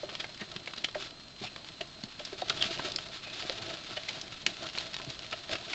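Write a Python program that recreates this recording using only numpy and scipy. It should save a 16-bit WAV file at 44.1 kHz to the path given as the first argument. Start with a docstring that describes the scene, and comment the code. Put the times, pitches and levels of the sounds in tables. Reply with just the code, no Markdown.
"""Young rats clamber on a small cardboard box in a quiet room, heard by a small microphone close above.
Claws catch and skid on the stiff card in runs of tiny slips, and longer drags make one resonance ring.
Paws thump the hollow panels: a swinging panel, box modes and a dull thud. Fur and feet slide in a fine
rustle of filtered friction grains, and small scuffs patter round the box.
Close walls add a short, diffuse tail. Behind lie soft, coloured room noise and a faint, wavering whine."""
import sys
import numpy as np
from scipy import signal
from scipy.fft import rfft, irfft
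from scipy.io import wavfile

SR = 44100
rng = np.random.default_rng(int(sys.argv[2]) if len(sys.argv) > 2 else 0)


def put_to_file(sound):
    """Save the sound as 16-bit audio at rate SR, in the file named by the first command-line argument."""
    columns = np.atleast_2d(sound).T  # one column per channel
    safe = np.clip(columns, -1, 1)
    whole_steps = np.round(safe * 32767)
    wavfile.write(sys.argv[1], SR, whole_steps.astype(np.int16))


N = 253134
TIME = np.arange(N) / SR
MS = 1e-3  # seconds in a millisecond
FFT_SIZE = 2048
FREQS = np.maximum(np.fft.rfftfreq(FFT_SIZE, 1 / SR), 1)  # Hz, kept above zero for the logarithm

# bodies sliding on the card, loudest as one rat climbs onto the lid: (time [s], relative level [dB])
SLIDING_LEVELS = [(0, -50), (.6, -50.5), (1.2, -57), (1.7, -52), (2.0, -56), (2.4, -46.5), (2.66, -38),
                  (2.78, -38.5), (2.97, -42), (3.17, -47.5), (3.27, -44.5), (3.45, -39), (3.56, -44.5),
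                  (3.7, -38), (3.8, -48), (4.3, -47), (5.1, -46), (5.4, -49), (5.7, -43.5)]
# single wipes of a foot over the card: (middle [s], relative level [dB], Gaussian half-length [ms])
FOOT_WIPES = [(.235, -46, 36), (0.791, -53, 25), (1.024, -41.5, 44), (1.448, -40.5, 19), (2.865, -36.5, 12),
              (3.921, -42.5, 33), (4.131, -43, 59), (4.511, -51, 58), (4.639, -40.5, 35.5),
              (4.819, -43.5, 39), (5.106, -40.5, 6.2), (5.539, -37, 28)]
# paws landing on the panels: (time [s], level before trim [dB], panel pitch [Hz])
PAW_LANDINGS = [(.0325, -32, 575), (.411, -38.5, 197), (0.557, -41.5, 188), (.955, -30, 609),
                (1.412, -39, 208), (1.439, -40, 730), (1.807, -37.5, 675), (1.811, -41, 388),
                (2.036, -38, 217), (2.202, -40, 602), (2.3266, -36, 393), (2.4212, -28, 710),
                (2.5036, -41.5, 394), (2.624, -44, 670), (2.6542, -40.5, 204), (2.7072, -38.5, 337),
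                (2.8458, -38.5, 379), (3.4967, -33, 533), (3.9704, -36, 598), (4.473, -40.5, 241),
                (5.0701, -38, 149), (5.3358, -37.5, 646), (5.4955, -38, 610)]
# claw strokes: (peak [s], level before trim [dB], decay [ms], ring of the struck spot [Hz],
# strength of the treble tilt [dB])
CLAW_STROKES = [(.0945, -37, 5.9, 3260, -10.5), (.1529, -30, 3.2, 3400, -1),
                (0.2047, -29.5, 5.8, 3360, -2.5), (.2439, -30.5, 2.8, 2100, -10.5),
                (0.419, -39, 13, 1870, -6), (.5167, -35.5, 2.3, 3910, 3), (.5639, -31, 3.1, 3550, -4.5),
                (.6766, -30, 3.3, 2500, -9.5), (.7365, -31.5, 1.9, 3700, -5.5), (.7815, -35.5, 8, 3870, -3),
                (.8456, -22.5, 5, 3200, -2), (.8875, -34.5, 3.2, 3700, -7), (.9505, -33, 4.5, 1960, -7.5),
                (1.5627, -33.5, 2.7, 3240, -6), (1.8122, -30, 4.6, 2820, -4.5),
                (2.0376, -30.5, 2.55, 4340, -1.5), (2.1972, -36, 5, 3110, -5), (2.253, -33.5, 5, 4970, 8),
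                (2.4193, -32.5, 4.2, 3670, 1), (2.499, -20, 4.05, 3200, 0.5),
                (2.6252, -18.5, 3.7, 3010, 1.5), (2.643, -30, 7.6, 3130, -3.5),
                (2.7965, -28.5, 4.2, 1550, -21), (2.92, -29.5, 2.8, 3490, 17),
                (2.9616, -19.5, 1.54, 4130, 9), (2.9867, -28, 2.2, 3130, -6), (3.4247, -29, 1.3, 2940, -5),
                (3.4972, -17, 0.63, 4000, -4.5), (3.9726, -31.5, 8, 3020, -5.5),
                (4.0896, -28.5, 5.3, 2230, 2.5), (4.215, -30.5, 2.5, 3230, 20.5),
                (4.4657, -15.5, 2.63, 2390, 2.5), (4.6894, -32, 1.8, 3390, -2),
                (4.7514, -32, 1.7, 3340, -6.5), (4.7778, -29.5, 2.5, 4180, -7.5),
                (4.7853, -22.5, 2.1, 4020, 6), (4.9437, -30.5, 3.7, 3770, 0), (4.9657, -26, 1.3, 3560, -3),
                (5.1925, -31.5, 1.6, 2780, 0), (5.3298, -29.5, 6.6, 2780, -6),
                (5.5325, -27.5, 4.4, 2650, -3), (5.5558, -30, 4.3, 2780, -4),
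                (5.7344, -26.5, 3.5, 2400, -5.5)]
# claws dragged along an edge: (middle [s], level [dB], card pitch [Hz], Gaussian half-length [ms])
EDGE_RASPS = [(1.463, -45, 2600, 14), (2.504, -31, 1436, 4.5), (2.586, -41.5, 3380, 12),
              (2.616, -28, 3340, 5), (3.31, -49, 2505, 59), (3.92, -48, 1360, 13), (4.65, -45, 1340, 9.4),
              (5.001, -36.5, 1310, 1.6)]
# low modes of the hollow box: (frequency [Hz], relative gain [dB], t60 [s])
HOLLOW_BOX_MODES = [(188, -16.5, 0.061), (391, -8, 0.26), (600, -9, 0.033), (705, 3, 0.068)]
# spectrum of the room noise: (frequency [Hz], relative density [dB per Hz])
ROOM_SPECTRUM = [(20, -3), (43, 3), (70, -3.5), (115, 3.5), (260, 0.5), (420, -7.5), (680, -11.5),
                 (1000, -8), (1900, -12.5), (3000, -9), (4400, -7.5), (5400, -15.5), (7900, -20),
                 (8600, -39.5)]
# spectrum of fur and feet on the surface: (frequency [Hz], relative density [dB per Hz])
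RUSTLE_SPECTRUM = [(500, -25.5), (950, -5.5), (1350, -3.5), (2000, -5.5), (2650, -2), (3100, -1.5),
                   (3600, 2), (4700, -3), (5900, -11.5), (7300, -14.5), (8500, -38.5)]
# spectrum of the hollow box, for thuds, rumble and pads: (frequency [Hz], relative density [dB per Hz])
BOX_SPECTRUM = [(40, -14.5), (120, -1.5), (230, -6.5), (340, -0.5), (470, -6), (560, -3), (670, 3.5),
                (850, -10.5), (1300, -8), (3000, -60.5)]
# spectrum of claws on card: (frequency [Hz], relative density [dB per Hz])
CLAW_SPECTRUM = [(120, -14), (350, -8), (700, -9.5), (1100, -6), (1700, -2), (3000, 2.5), (4600, 1.5),
                 (5700, -6), (7500, -14.5), (8600, -37)]

ROOM_DB, WHINE_DB = -54, -57.5
WHINE_HZ, WHINE_SWING_HZ, WHINE_RATE_HZ = 4137, 52, 4.4
ROOM_T60_S, ECHO_DB = 0.12, -12
# the patter follows the rubbing by this power
PATTER_FOLLOWS = 0.38
# a panel at slack_hz swings with this decay; lower ones swing longer
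PANEL_DECAY_MS, PANEL_DECAY_POWER = 7.1, 0.36
# a claw that skids for longer also takes longer to bite: rise at the typical decay, and its power law
RISE_MS, TYPICAL_DECAY_MS, RISE_POWER = 2.22, 3.3, 1.45
CUTOFF_HZ = 8900


def from_db(db):
    """Decibels to amplitude gain."""
    return 10 ** (np.asarray(db) / 20)


def rms_one(x):
    """Scale to unit power."""
    return x / np.sqrt(np.mean(x ** 2) + 1e-20)


def tone_db(points):
    """Spread a short spectrum over all frequencies, straight in dB against log frequency."""
    hz, db = np.transpose(points)
    return np.interp(np.log(FREQS), np.log(hz), db)


def colour(x, db):
    """Causal (minimum-phase) filter with the given gain per frequency."""
    cepstrum = irfft(np.log(from_db(db)))
    # folding the cepstrum onto positive times makes the phase minimal
    cepstrum[1:FFT_SIZE // 2] *= 2
    cepstrum[FFT_SIZE // 2 + 1:] = 0
    impulse_response = irfft(np.exp(rfft(cepstrum)))
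    return signal.fftconvolve(x, impulse_response)[:len(x)]


def drift(rate):
    """Random glide of unit power between fresh values drawn rate times a second."""
    return rms_one(np.interp(TIME * rate, np.arange(N), rng.standard_normal(N)))


def ring(push, hz, t60):
    """One decaying mode: a two-pole resonator that falls 60 dB in t60 seconds."""
    radius = from_db(-60 / (t60 * SR))
    angle = 2 * np.pi * hz / SR
    poles = [1, -2 * radius * np.cos(angle), radius ** 2]
    return signal.lfilter([0, np.sin(angle)], poles, push + 1e-18)


def slips(per_s, spread_db, size):
    """Stick-slip: clicks at random moments, of uneven size and either sign."""
    born = rng.random(size) < per_s / SR
    sign = rng.choice([-1, 1], size)
    strength = from_db(spread_db * np.clip(rng.standard_normal(size), -2, 2))
    return born * sign * strength


def gaussian(middle_s, half_ms):
    """A smooth swell over the whole scene, with half_ms as its standard deviation."""
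    return np.exp(-((TIME - middle_s) / (half_ms * MS)) ** 2 / 2)


def with_energy_of(x, envelope):
    """Give a burst the energy of its envelope."""
    return rms_one(x) * np.sqrt(np.mean(envelope ** 2))


def add(out, start_s, burst):
    """Mix a burst in at its moment, trimmed to the scene."""
    at = round(start_s * SR)
    burst = burst[max(-at, 0):max(N - at, 0)]
    out[max(at, 0):max(at, 0) + len(burst)] += burst


def background(crest_s=0.084, wander_hz=14, flutter_db=1.0):
    """Steady room noise and a thin whine whose pitch swings a few times a second."""
    air = from_db(ROOM_DB) * rms_one(colour(rng.standard_normal(N), tone_db(ROOM_SPECTRUM)))
    swing = WHINE_SWING_HZ * np.cos(2 * np.pi * WHINE_RATE_HZ * (TIME - crest_s))
    hz = WHINE_HZ + swing + wander_hz * drift(60)
    whine = np.sin(2 * np.pi * np.cumsum(hz) / SR) * from_db(flutter_db * drift(10))
    return air + from_db(WHINE_DB) * rms_one(whine)


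def drag():
    """How hard the card is rubbed: slowly shifting bodies, plus a short swell for each wipe of a foot."""
    bodies = from_db(np.interp(TIME, *np.transpose(SLIDING_LEVELS)))
    feet = sum(from_db(db) * gaussian(s, half_ms) for s, db, half_ms in FOOT_WIPES)
    return np.hypot(bodies, feet)


def sliding(grains_per_s=7000, grain_spread_db=3.0, ticks_per_s=100, tick_spread_db=2.0, tick_db=-9,
            jerk_db=3.0, rustle_db=-1.03, rumble_db=-7.0, lurch_db=3.0):
    """Fur and pads drag in small jerks: grains and stray ticks on the surface, a rumble in the hollow box."""
    grains = rms_one(slips(grains_per_s, grain_spread_db, N))
    ticks = rms_one(slips(ticks_per_s, tick_spread_db, N))
    friction = from_db(jerk_db * drift(80)) * (grains + from_db(tick_db) * ticks)
    surface = from_db(rustle_db) * rms_one(colour(friction, tone_db(RUSTLE_SPECTRUM)))
    lurching = grains * from_db(lurch_db * drift(40))
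    hollow = from_db(rumble_db) * rms_one(colour(lurching, tone_db(BOX_SPECTRUM)))
    return drag() * (surface + hollow)


def scuffs(per_s, spread_db, decay_ms, tone):
    """Short bursts of friction at random moments, each dying away; unit power."""
    steps = np.abs(slips(per_s, spread_db, N))
    fade = np.exp(-1 / (decay_ms * MS * SR))
    envelope = signal.lfilter([1], [1, -fade], steps + 1e-18)
    return rms_one(colour(envelope * rng.standard_normal(N), tone_db(tone)))


def patter(tips_db=-53.5, pads_db=-61):
    """Other feet tiptoe round the box, claw tips ticking and pads bumping, harder when the rats are busy."""
    tips = from_db(tips_db) * scuffs(per_s=55, spread_db=5.0, decay_ms=2.6, tone=CLAW_SPECTRUM)
    pads = from_db(pads_db) * scuffs(per_s=20, spread_db=0.5, decay_ms=8.7, tone=BOX_SPECTRUM)
    return rms_one(drag() ** PATTER_FOLLOWS) * (tips + pads)


def paws(push_ms=1.16, box_db=-9.0, thud_db=-9, slack_db=8, slack_hz=500, level_db=1.0):
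    """A soft push sets the trodden panel swinging, with the modes of the box and a dull thud."""
    out = np.zeros(N)
    t = np.arange(2 * FFT_SIZE) / SR
    for s, db, hz in PAW_LANDINGS:
        decay_ms = PANEL_DECAY_MS * (slack_hz / hz) ** PANEL_DECAY_POWER
        envelope = (1 - np.exp(-t / (push_ms * MS))) * np.exp(-t / (decay_ms * MS))
        envelope /= envelope.max()
        push = rng.standard_normal(len(t)) * envelope
        panel = rms_one(np.sin(2 * np.pi * hz * t) * envelope)
        box = rms_one(sum(from_db(mode_db) * ring(push, mode_hz, t60)
                          for mode_hz, mode_db, t60 in HOLLOW_BOX_MODES))
        slackness = np.log2(slack_hz / hz)  # octaves; low, slack panels thud more
        band = signal.butter(2, [hz / 2, 2 * hz], "band", fs=SR, output="sos")
        soft = signal.sosfilt(band, push)
        thud = from_db(thud_db + slack_db * slackness) * rms_one(colour(soft, tone_db(BOX_SPECTRUM)))
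        landing = panel + from_db(box_db) * box + thud
        add(out, s, from_db(db + level_db) * with_energy_of(landing, envelope))
    return out


def claws(slips_per_s=7000, spread_db=3, snap=0.43, ring_db=8.0, ring_width_hz=260, level_db=-0.63):
    """A claw skids in a run of tiny slips; the card rings at a pitch set by the spot."""
    out = np.zeros(N)
    t = (np.arange(2 * FFT_SIZE) - FFT_SIZE // 2) / SR  # zero at the peak of the stroke
    tilt = tone_db([(900, -0.91), (1800, -0.34), (5000, 0.87)])  # sharp tips sound brighter than blunt ones
    for s, db, decay_ms, hz, treble_db in CLAW_STROKES:
        rise_ms = RISE_MS * (decay_ms / TYPICAL_DECAY_MS) ** RISE_POWER
        # a quick bite, then a fade
        envelope = np.exp(-np.where(t < 0, (t / (MS * rise_ms)) ** 2, t / (MS * decay_ms)))
        skid = slips(slips_per_s, spread_db, len(t)) * envelope
        # sudden strokes have a stronger snap at the peak
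        force = skid + snap * np.exp(-rise_ms) * np.linalg.norm(skid) * (t == 0)
        spot = ring_db / (1 + ((FREQS - hz) / ring_width_hz) ** 2)
        card = colour(force, tone_db(CLAW_SPECTRUM) + treble_db * tilt + spot)
        add(out, s + t[0], from_db(db + level_db) * with_energy_of(card, envelope))
    return out


def rasps(slips_per_s=4000, ring_t60_s=0.02):
    """A claw dragged along an edge feeds its slips to one resonance of the card."""
    out = np.zeros(N)
    for s, db, hz, half_ms in EDGE_RASPS:
        envelope = gaussian(s, half_ms)
        card = ring(slips(slips_per_s, 0, N) * envelope, hz, ring_t60_s)
        out += from_db(db) * with_energy_of(card, envelope)
    return out


def room_echo(x, size=16384):
    """Close walls and the table return a short, diffuse tail of decaying noise."""
    t = np.arange(size) / SR
    fade = from_db(-60 * t / ROOM_T60_S) * (t > 3 * MS)  # the first return comes after 3 ms
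    tail = rng.standard_normal(size) * fade
    return from_db(ECHO_DB) * signal.fftconvolve(x, tail / np.linalg.norm(tail))[:N]


def scene():
    """The rats on their box, heard from close above, with the room around them."""
    rats = sliding() + patter() + paws() + claws() + rasps()
    return (rats + room_echo(rats) + background())[None]


def record(dry):
    """A small microphone with a narrow band: a steep low-pass at the cutoff."""
    lowpass = signal.ellip(10, .3, 70, CUTOFF_HZ, fs=SR, output="sos")
    return signal.sosfilt(lowpass, dry)


dry = scene()
out = record(dry)
put_to_file(out)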